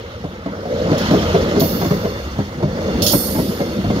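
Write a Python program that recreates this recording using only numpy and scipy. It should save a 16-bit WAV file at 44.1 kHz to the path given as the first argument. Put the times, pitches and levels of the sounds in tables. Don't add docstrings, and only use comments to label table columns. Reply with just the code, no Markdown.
import sys
import numpy as np
from scipy import signal
from scipy.fft import rfft, irfft
from scipy.io import wavfile
from scipy.ndimage import uniform_filter1d

SR = 44100
rng = np.random.default_rng(int(sys.argv[2]) if len(sys.argv) > 2 else 0)


def to_wav(s):
    ch = np.atleast_2d(s).T
    pcm = np.round(np.clip(ch, -1, 1) * 32767)
    wavfile.write(sys.argv[1], SR, pcm.astype(np.int16))


def to_linear_factor(level_db):
    exponent = np.asarray(level_db, float) / 20
    return 10 ** exponent


N = 176400

# t/s, then level/dB of ground rumble, low rail roar, upper rail roar, mid rolling,
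# rush, contact hiss, wheel singing
ROLLING_LEVELS = [(0.0, -34.5, -39, -35.5, -38, -44, -51, -53),
                  (0.3, -35, -38.5, -39.5, -40.5, -48, -51, -61),
                  (0.5, -36.5, -34.5, -32.5, -38, -48, -53, -61),
                  (0.63, -33, -35.5, -27, -37.5, -47.5, -47, -56),
                  (0.76, -30, -24, -25.5, -34, -39.5, -42, -58),
                  (0.91, -27.5, -25, -19, -29.5, -37.5, -39, -57),
                  (1.06, -20.5, -23, -26, -25.5, -29, -33, -53),
                  (1.17, -22, -18, -24.5, -28.5, -31, -35, -61),
                  (1.36, -22, -22.5, -21, -28, -32.5, -35.5, -56),
                  (1.49, -23, -18, -21.5, -27, -34.5, -38.5, -50),
                  (1.67, -26, -21, -24.5, -32.5, -40, -36, -36.5),
                  (1.88, -27, -25.5, -27.5, -31, -40.5, -37.5, -42.5),
                  (2.16, -26, -30, -33, -34.5, -44.5, -43.5, -40.5),
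                  (2.44, -28.5, -35.5, -37.5, -36.5, -44.5, -45.5, -49.5),
                  (2.66, -30.5, -27.5, -27.5, -37.5, -47, -47.5, -50),
                  (2.81, -27, -22, -23.5, -32, -45, -41.5, -42.5),
                  (3.02, -22.5, -19, -20.5, -32, -37.5, -44.5, -36),
                  (3.21, -29, -23, -25.5, -34, -48, -33, -40),
                  (3.43, -27, -19.5, -30.5, -38, -39, -36.5, -56),
                  (3.63, -28, -25.5, -24, -32.5, -43.5, -42, -41),
                  (3.85, -24.5, -19.5, -33.5, -35.5, -40, -47, -41),
                  (4.0, -25, -28.5, -24, -32.5, -40, -39, -49)]
# f/Hz, density/dB per Hz
RUMBLE_SPECTRUM = [(22, -20), (32, -10), (45, 13), (62, 12.5), (82, 17.5), (100, 15), (128, 3.5),
                   (165, -35)]
# f/Hz, density/dB per Hz
LOW_ROAR_SPECTRUM = [(71, -26.5), (120, -9.5), (162, -4), (210, 6.5), (258, -12.5), (323, 1), (380, -7.5),
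                     (490, -80), (840, -120)]
# f/Hz, density/dB per Hz
UPPER_ROAR_SPECTRUM = [(220, -24.5), (370, -12.5), (393, -12), (414, -24), (448, -4), (497, 1), (524, -5),
                       (566, -3.5), (702, -17.5), (850, -29.5), (1100, -62), (1870, -120)]
# f/Hz, density/dB per Hz
MID_SPECTRUM = [(600, -16), (780, -1.5), (1050, -5.5), (1300, -1), (1550, -7), (1850, -8), (2100, -6),
                (2450, -17.5), (2900, -60)]
# f/Hz, density/dB per Hz
RUSH_SPECTRUM = [(1440, -45), (2450, -6.5), (3200, -2.5), (4250, -9.5), (5520, -58), (9350, -120)]
# f/Hz, density/dB per Hz
HISS_SPECTRUM = [(2440, -21), (4150, -1), (4370, 4), (4780, 0), (5440, 2.5), (5910, -3.5), (6430, -1),
                 (6810, -3.5), (8190, -26), (9970, -29), (11700, -11), (15900, -55)]
# t/s, blow level/dB, then peak level/dB of sleeper boom, thud, knock, clank
AXLE_BLOWS = [(0.238, -13, -9, -10, -5.5, -23), (0.457, -11.5, -6, -5.5, -7, -14),
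              (0.652, -20.5, -16, -28, 2.5, -14), (0.886, -14, -18, 2.5, -7.5, -15),
              (0.914, -5, -8.5, -1, -6, -23), (1.106, 0, -11, -9, -8, -27),
              (1.129, -3.5, -16, -0.5, -4.5, -21), (1.237, -12.5, -13, -11, -4.5, -37),
              (1.341, -5, -10.5, -31, 3.5, -19), (1.56, -8, -11.5, 0, -1, -15),
              (1.611, -0.5, -8.5, -6.5, -10.5, -20.5), (1.813, -8, -9, -10.5, -5, -8),
              (1.844, 1, -18, -13, -19, -22.5), (1.905, -0.5, -7, -8, -8.5, -25),
              (2.045, -8, -15, -16, 0, -13.5), (2.384, -9, -2, -1, -8, -17.5),
              (2.599, -17, -11, -22, 0, -25), (2.624, -6.5, -2.5, -6.5, -6.5, -13.5),
              (2.878, -18, -20, -6, 1, -19), (3.131, -1.5, -8.5, -8.5, -8.5, -12),
              (3.349, -8.5, -15, -4, -10, -10.5), (3.383, -6, -10, -10.5, -5, -14),
              (3.508, -14.5, -25, -8, -7.5, -12), (3.598, -6, -12.5, -9.5, -5.5, -16),
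              (3.839, -11, -1, -13, -3.5, -21), (3.898, -4.5, -9, -5, -8.5, -15),
              (3.958, -1.5, -17, -10, -25, -23)]
# f/Hz, level/dB, t60/s
RAIL_MODES = [(145, -8.5, 0.28), (165, 3.5, 0.26), (196, 3.5, 0.2), (242.5, -1.5, 0.044),
              (287.6, 3.5, 0.081), (328, -0.5, 0.086), (412.5, -3.5, 0.21), (477.3, -2, 0.14),
              (587, 2, 0.065), (669.4, -2, 0.074), (762, -5, 0.11), (918, 4, 0.071), (1018, 3.5, 0.053),
              (1300, -3, 0.03), (1546, -5.5, 0.058), (1720, -43, 0.038), (2073, -7.5, 0.22)]
RAIL_GROUP_EDGES = (0, 215, 370, 760, 3000)
# t/s, scrape level/dB, scrape tilt/dB per octave, scrape t60/s, low ring level/dB,
# high ring level/dB
FLANGE_STRIKES = [(0.9797, -27.5, 2.5, 0.19, -57, -52), (1.109, -28, -4, 0.072, -54, -47),
                  (1.5952, -28, 1, 0.097, -58, -24), (1.604, -18.5, 1.5, 0.06, -36.5, -46),
                  (3.0205, -18, 0.5, 0.16, -26, -23.5), (3.063, -11.5, 3.5, 0.25, -31, -23.5),
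                  (3.096, -19.5, 1.5, 0.16, -33.5, -36), (3.1213, -7, 11, 0.069, -47, -21)]
# f/Hz, density/dB per Hz
SCRAPE_SPECTRUM = [(1290, -56), (2200, -20), (2470, -43), (2550, -3.5), (3250, 2.5), (4030, 0), (4300, 3.5),
                   (5250, 3), (6090, -7.5), (6670, 2.5), (8070, -26), (8480, -30), (9210, -12),
                   (10700, -10.5), (14400, -17), (15900, -9.5)]
# f/Hz, level/dB, t60/s
WHEEL_MODES = [(2780, -9, 0.42), (3290, -3, 0.25), (3550, -2.5, 1.2), (4395, 2, 0.96), (4780, -7.5, 1.8),
               (5410, 5, 0.75), (5440, -24, 0.32), (6110, -8, 0.98), (5980, -1, .6), (6750, -11, 0.88),
               (7120, -7.5, 1.7)]
# f/Hz, density/dB per Hz
SHIMMER_SPECTRA = [
    [(4820, -53), (8200, -28), (8690, -11), (9310, -11), (10100, -16), (10500, -9), (11300, -9),
     (12100, -4), (12600, 0), (13500, -2), (14200, 0), (14900, 1.5), (15900, -10)],
    [(4820, -34), (8200, -37), (8380, 5), (8840, 10), (9010, -17), (9290, -15), (9850, -3), (10300, -5),
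     (10500, 4.5), (11200, 3), (12100, 8.5), (13100, 4), (14400, 5), (14800, 1), (15900, -6)],
]
# f/Hz, width/Hz, level/dB
SHIMMER_BANDS = [
    [(11300, 250, 2), (12100, 300, 6), (12900, 250, 1), (13800, 250, 1), (14400, 300, 4), (15400, 250, 5)],
    [(10300, 200, 3), (10700, 200, 6.5), (11960, 200, 6), (12300, 200, -3), (13000, 250, -1),
     (14200, 250, 6.5), (14600, 200, 6), (15400, 200, 4)],
]
# f/Hz, t60/s
SHIMMER_DECAY = [(9500, 1.12), (12000, 1.17), (14000, 1.1), (16000, 1.1)]
# f/Hz, level/dB
SINGING_MODES = [(2780, 1.5), (3540, 3), (4410, 1.5), (4780, -6), (5350, -5), (6230, -3.5)]
# f/Hz, likeness (limited to 0..1 in use)
PORT_LIKENESS = [(60, 1), (300, 1.3), (700, 1.05), (1400, 0.54), (3000, 0.5), (6000, -0.24), (16000, -0.2)]
# f/Hz, left minus right level/dB
PORT_BALANCE = [(60, 0.3), (400, 0.4), (800, -.5), (1300, -3), (1900, -2.5), (2500, 3.5), (3400, -0.5),
                (4500, -6.5), (6500, -5), (9000, 2.5), (11000, -9), (15000, -2)]


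def thump(s, blow_db, *group_db):
    jolt_s, jolt_cut_hz = 0.0076, 120
    detune, uneven_db = 0.03, 2.5
    tick_db, tick_t60 = -36, 0.12
    wake_db, wake_t60 = -36, 0.28
    t = np.arange(SR // 3) / SR
    jolt = rng.standard_normal((2, len(t))) * t / jolt_s * np.exp(-t / jolt_s)
    jolt = signal.lfilter(*signal.butter(2, jolt_cut_hz, "high", fs=SR), jolt)
    body = 0
    spot = rng.standard_normal((len(RAIL_MODES), 2))
    for part_db, low, high in zip(group_db, RAIL_GROUP_EDGES, RAIL_GROUP_EDGES[1:]):
        modes = 0
        for (hz, db, t60), (u, v) in zip(RAIL_MODES, spot):
            if low <= hz < high:
                decay = to_linear_factor(db + uneven_db * u - 60 * t / t60)
                modes = modes + decay * np.sin(2 * np.pi * hz * (1 + detune * v) * t)
        part = signal.fftconvolve(jolt, modes[None], axes=1)[:, :len(t)]
        body = body + to_linear_factor(part_db) * part / np.abs(part).max(1, keepdims=True)
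    tick = evened(coloured(rng.standard_normal((2, len(t))), SCRAPE_SPECTRUM))
    tick = tick * to_linear_factor(tick_db - 60 * t / tick_t60)
    wake = sung(len(t)) * to_linear_factor(wake_db - 60 * t / wake_t60) * (1 - t / t[-1])
    onset = np.minimum(t / 0.0046, 1)
    return s, to_linear_factor(blow_db) * (body + (tick + wake) * onset)


def flange(s, scrape_db, tilt_db, scrape_t60, low_db, high_db):
    second_wheel_s, swell_s = 2.5, 0.0015
    t = np.arange(SR) / SR
    scrape = evened(coloured(rng.standard_normal((2, SR)), SCRAPE_SPECTRUM, tilt_db))
    scrape = scrape * to_linear_factor(scrape_db - 60 * t / scrape_t60)
    low_ring = mode_clusters()
    low_ring = low_ring / np.sqrt(np.mean(low_ring[:, :4000] ** 2))
    ring = to_linear_factor(low_db) * low_ring + to_linear_factor(high_db) * shimmer(int(s > second_wheel_s))
    swell = 1 - np.exp(-t / swell_s)
    fade = np.minimum(10 - 10 * t, 1)
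    return s, scrape * np.minimum(t / 0.00041, 1) + ring * swell * fade


def mode_clusters():
    count, spread = 5, 0.008
    f = np.fft.rfftfreq(SR, 1 / SR)
    ring = np.zeros((2, SR // 2 + 1), complex)
    for hz, db, t60 in WHEEL_MODES:
        off, size, phase, phase2 = rng.standard_normal((count, 4)).T[..., None]
        damping = np.log(1000) / t60
        pole = to_linear_factor(db + 2 * size) / (damping + 2j * np.pi * (f - hz * (1 + spread * off)))
        ring += [(np.exp(9j * p) * pole).sum(0) for p in (phase, phase2)]
    return irfft(ring, SR)


def shimmer(wheel):
    f = np.fft.rfftfreq(SR, 1 / SR)
    bands_db = sum(db / (1 + (2 * (f - hz) / width) ** 2) for hz, width, db in SHIMMER_BANDS[wheel])
    dense = irfft(rfft(rng.standard_normal((2, SR))) * to_linear_factor(bands_db), SR)
    dense = evened(coloured(dense, SHIMMER_SPECTRA[wheel]))
    hz, at, z = signal.stft(dense, SR, nperseg=256)
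    decay = to_linear_factor(-60 * at / read(SHIMMER_DECAY, hz)[:, None])
    return signal.istft(z * decay, SR, nperseg=256)[1][:, :SR]


def rolling():
    mix = rolling_layer(RUMBLE_SPECTRUM, column=1, size=2048, flicker_db=-0.2, patchy_db=1.5)
    mix += rolling_layer(LOW_ROAR_SPECTRUM, column=2, size=1024, flicker_db=2.0)
    mix += rolling_layer(UPPER_ROAR_SPECTRUM, column=3, size=1024, flicker_db=1.0, patchy_db=2.5)
    mix += rolling_layer(MID_SPECTRUM, column=4, size=512, flicker_db=-0.5)
    mix += rolling_layer(RUSH_SPECTRUM, column=5, size=512, flicker_db=0.35)
    mix += rolling_layer(HISS_SPECTRUM, column=6, size=512, flicker_db=1.3)
    return mix


def rolling_layer(points, column, size, flicker_db, patchy_db=2.0):
    frames, hz = N * 4 // size + 5, np.fft.rfftfreq(size, 1 / SR)
    a, b, c, d, patches = rng.standard_normal((frames, len(hz), 5)).T
    patches = evened(uniform_filter1d(uniform_filter1d(patches, 5, 0), 9, 1))
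    flicker = evened(uniform_filter1d(rng.standard_normal(frames), 4))
    gain = to_linear_factor(read(points, hz)[:, None] + patchy_db * patches + flicker_db * flicker)
    z = np.array([a + 1j * b, c + 1j * d]) * gain
    noise = signal.istft(z, nperseg=size, noverlap=size * 3 // 4)[1][:, :N]
    return level(column) * evened(noise)


def singing():
    return level(column=7) * sung(N)


def sung(size):
    sharpness = 25.5
    out = np.zeros((2, size))
    for hz, db in SINGING_MODES:
        b, a = signal.iirpeak(hz, sharpness, SR)
        once = signal.lfilter(b, a, rng.standard_normal((2, size)))
        out += to_linear_factor(db) * evened(signal.lfilter(b, a, once))
    return evened(out)


def level(column):
    rows = np.array(ROLLING_LEVELS)
    return to_linear_factor(np.interp(np.arange(N) / SR, rows[:, 0], rows[:, column]))


def read(points, hz):
    f, value = np.transpose(points)
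    return np.interp(np.log(hz + 1), np.log(f + 1), value)


def coloured(x, points, tilt_db=0):
    hz = np.fft.rfftfreq(x.shape[-1], 1 / SR)
    gain = to_linear_factor(read(points, hz) + tilt_db * np.log2((hz + 1) / 7000))
    return irfft(rfft(x) * gain, x.shape[-1])


def evened(x):
    return x / np.sqrt(np.mean(x ** 2) + 1e-20)


def add(mix, s, sound):
    part = mix[..., round(s * SR):][..., :sound.shape[-1]]
    part += sound[..., :part.shape[-1]]


def ports(mix, pan_db=0):
    left_late_s = 0.00025
    hz, (a, b) = np.fft.rfftfreq(N, 1 / SR), rfft(mix)
    same = np.clip(read(PORT_LIKENESS, hz), 0, 1)
    side_db = read(PORT_BALANCE, hz) + pan_db
    left = a * np.exp(-2j * np.pi * hz * left_late_s) * to_linear_factor(side_db / 2)
    right = (same * a + np.sqrt(1 - same ** 2) * b) * to_linear_factor(-side_db / 2)
    return np.array([left, right])


def scene():
    mix = rolling() + singing()
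    strikes = np.zeros((2, N))
    for row in AXLE_BLOWS:
        add(mix, *thump(*row))
    for row in FLANGE_STRIKES:
        add(strikes, *flange(*row))
    return irfft(ports(mix) + ports(strikes, pan_db=-3.5), N)


def top_cut(x):
    return signal.sosfilt(signal.butter(12, 16470, fs=SR, output="sos"), x)


def record(dry):
    low_cut_hz, edge_hz, ceiling = 45, 15760, 0.96
    hz = np.fft.rfftfreq(N, 1 / SR)
    band = (hz < edge_hz) * hz ** 3 / (hz ** 3 + low_cut_hz ** 3)
    x = irfft(rfft(dry) * band, N) / ceiling
    mix = ceiling * x / (1 + x ** 8) ** (1 / 8)
    return top_cut(mix)


dry = scene()
out = record(dry)
to_wav(out)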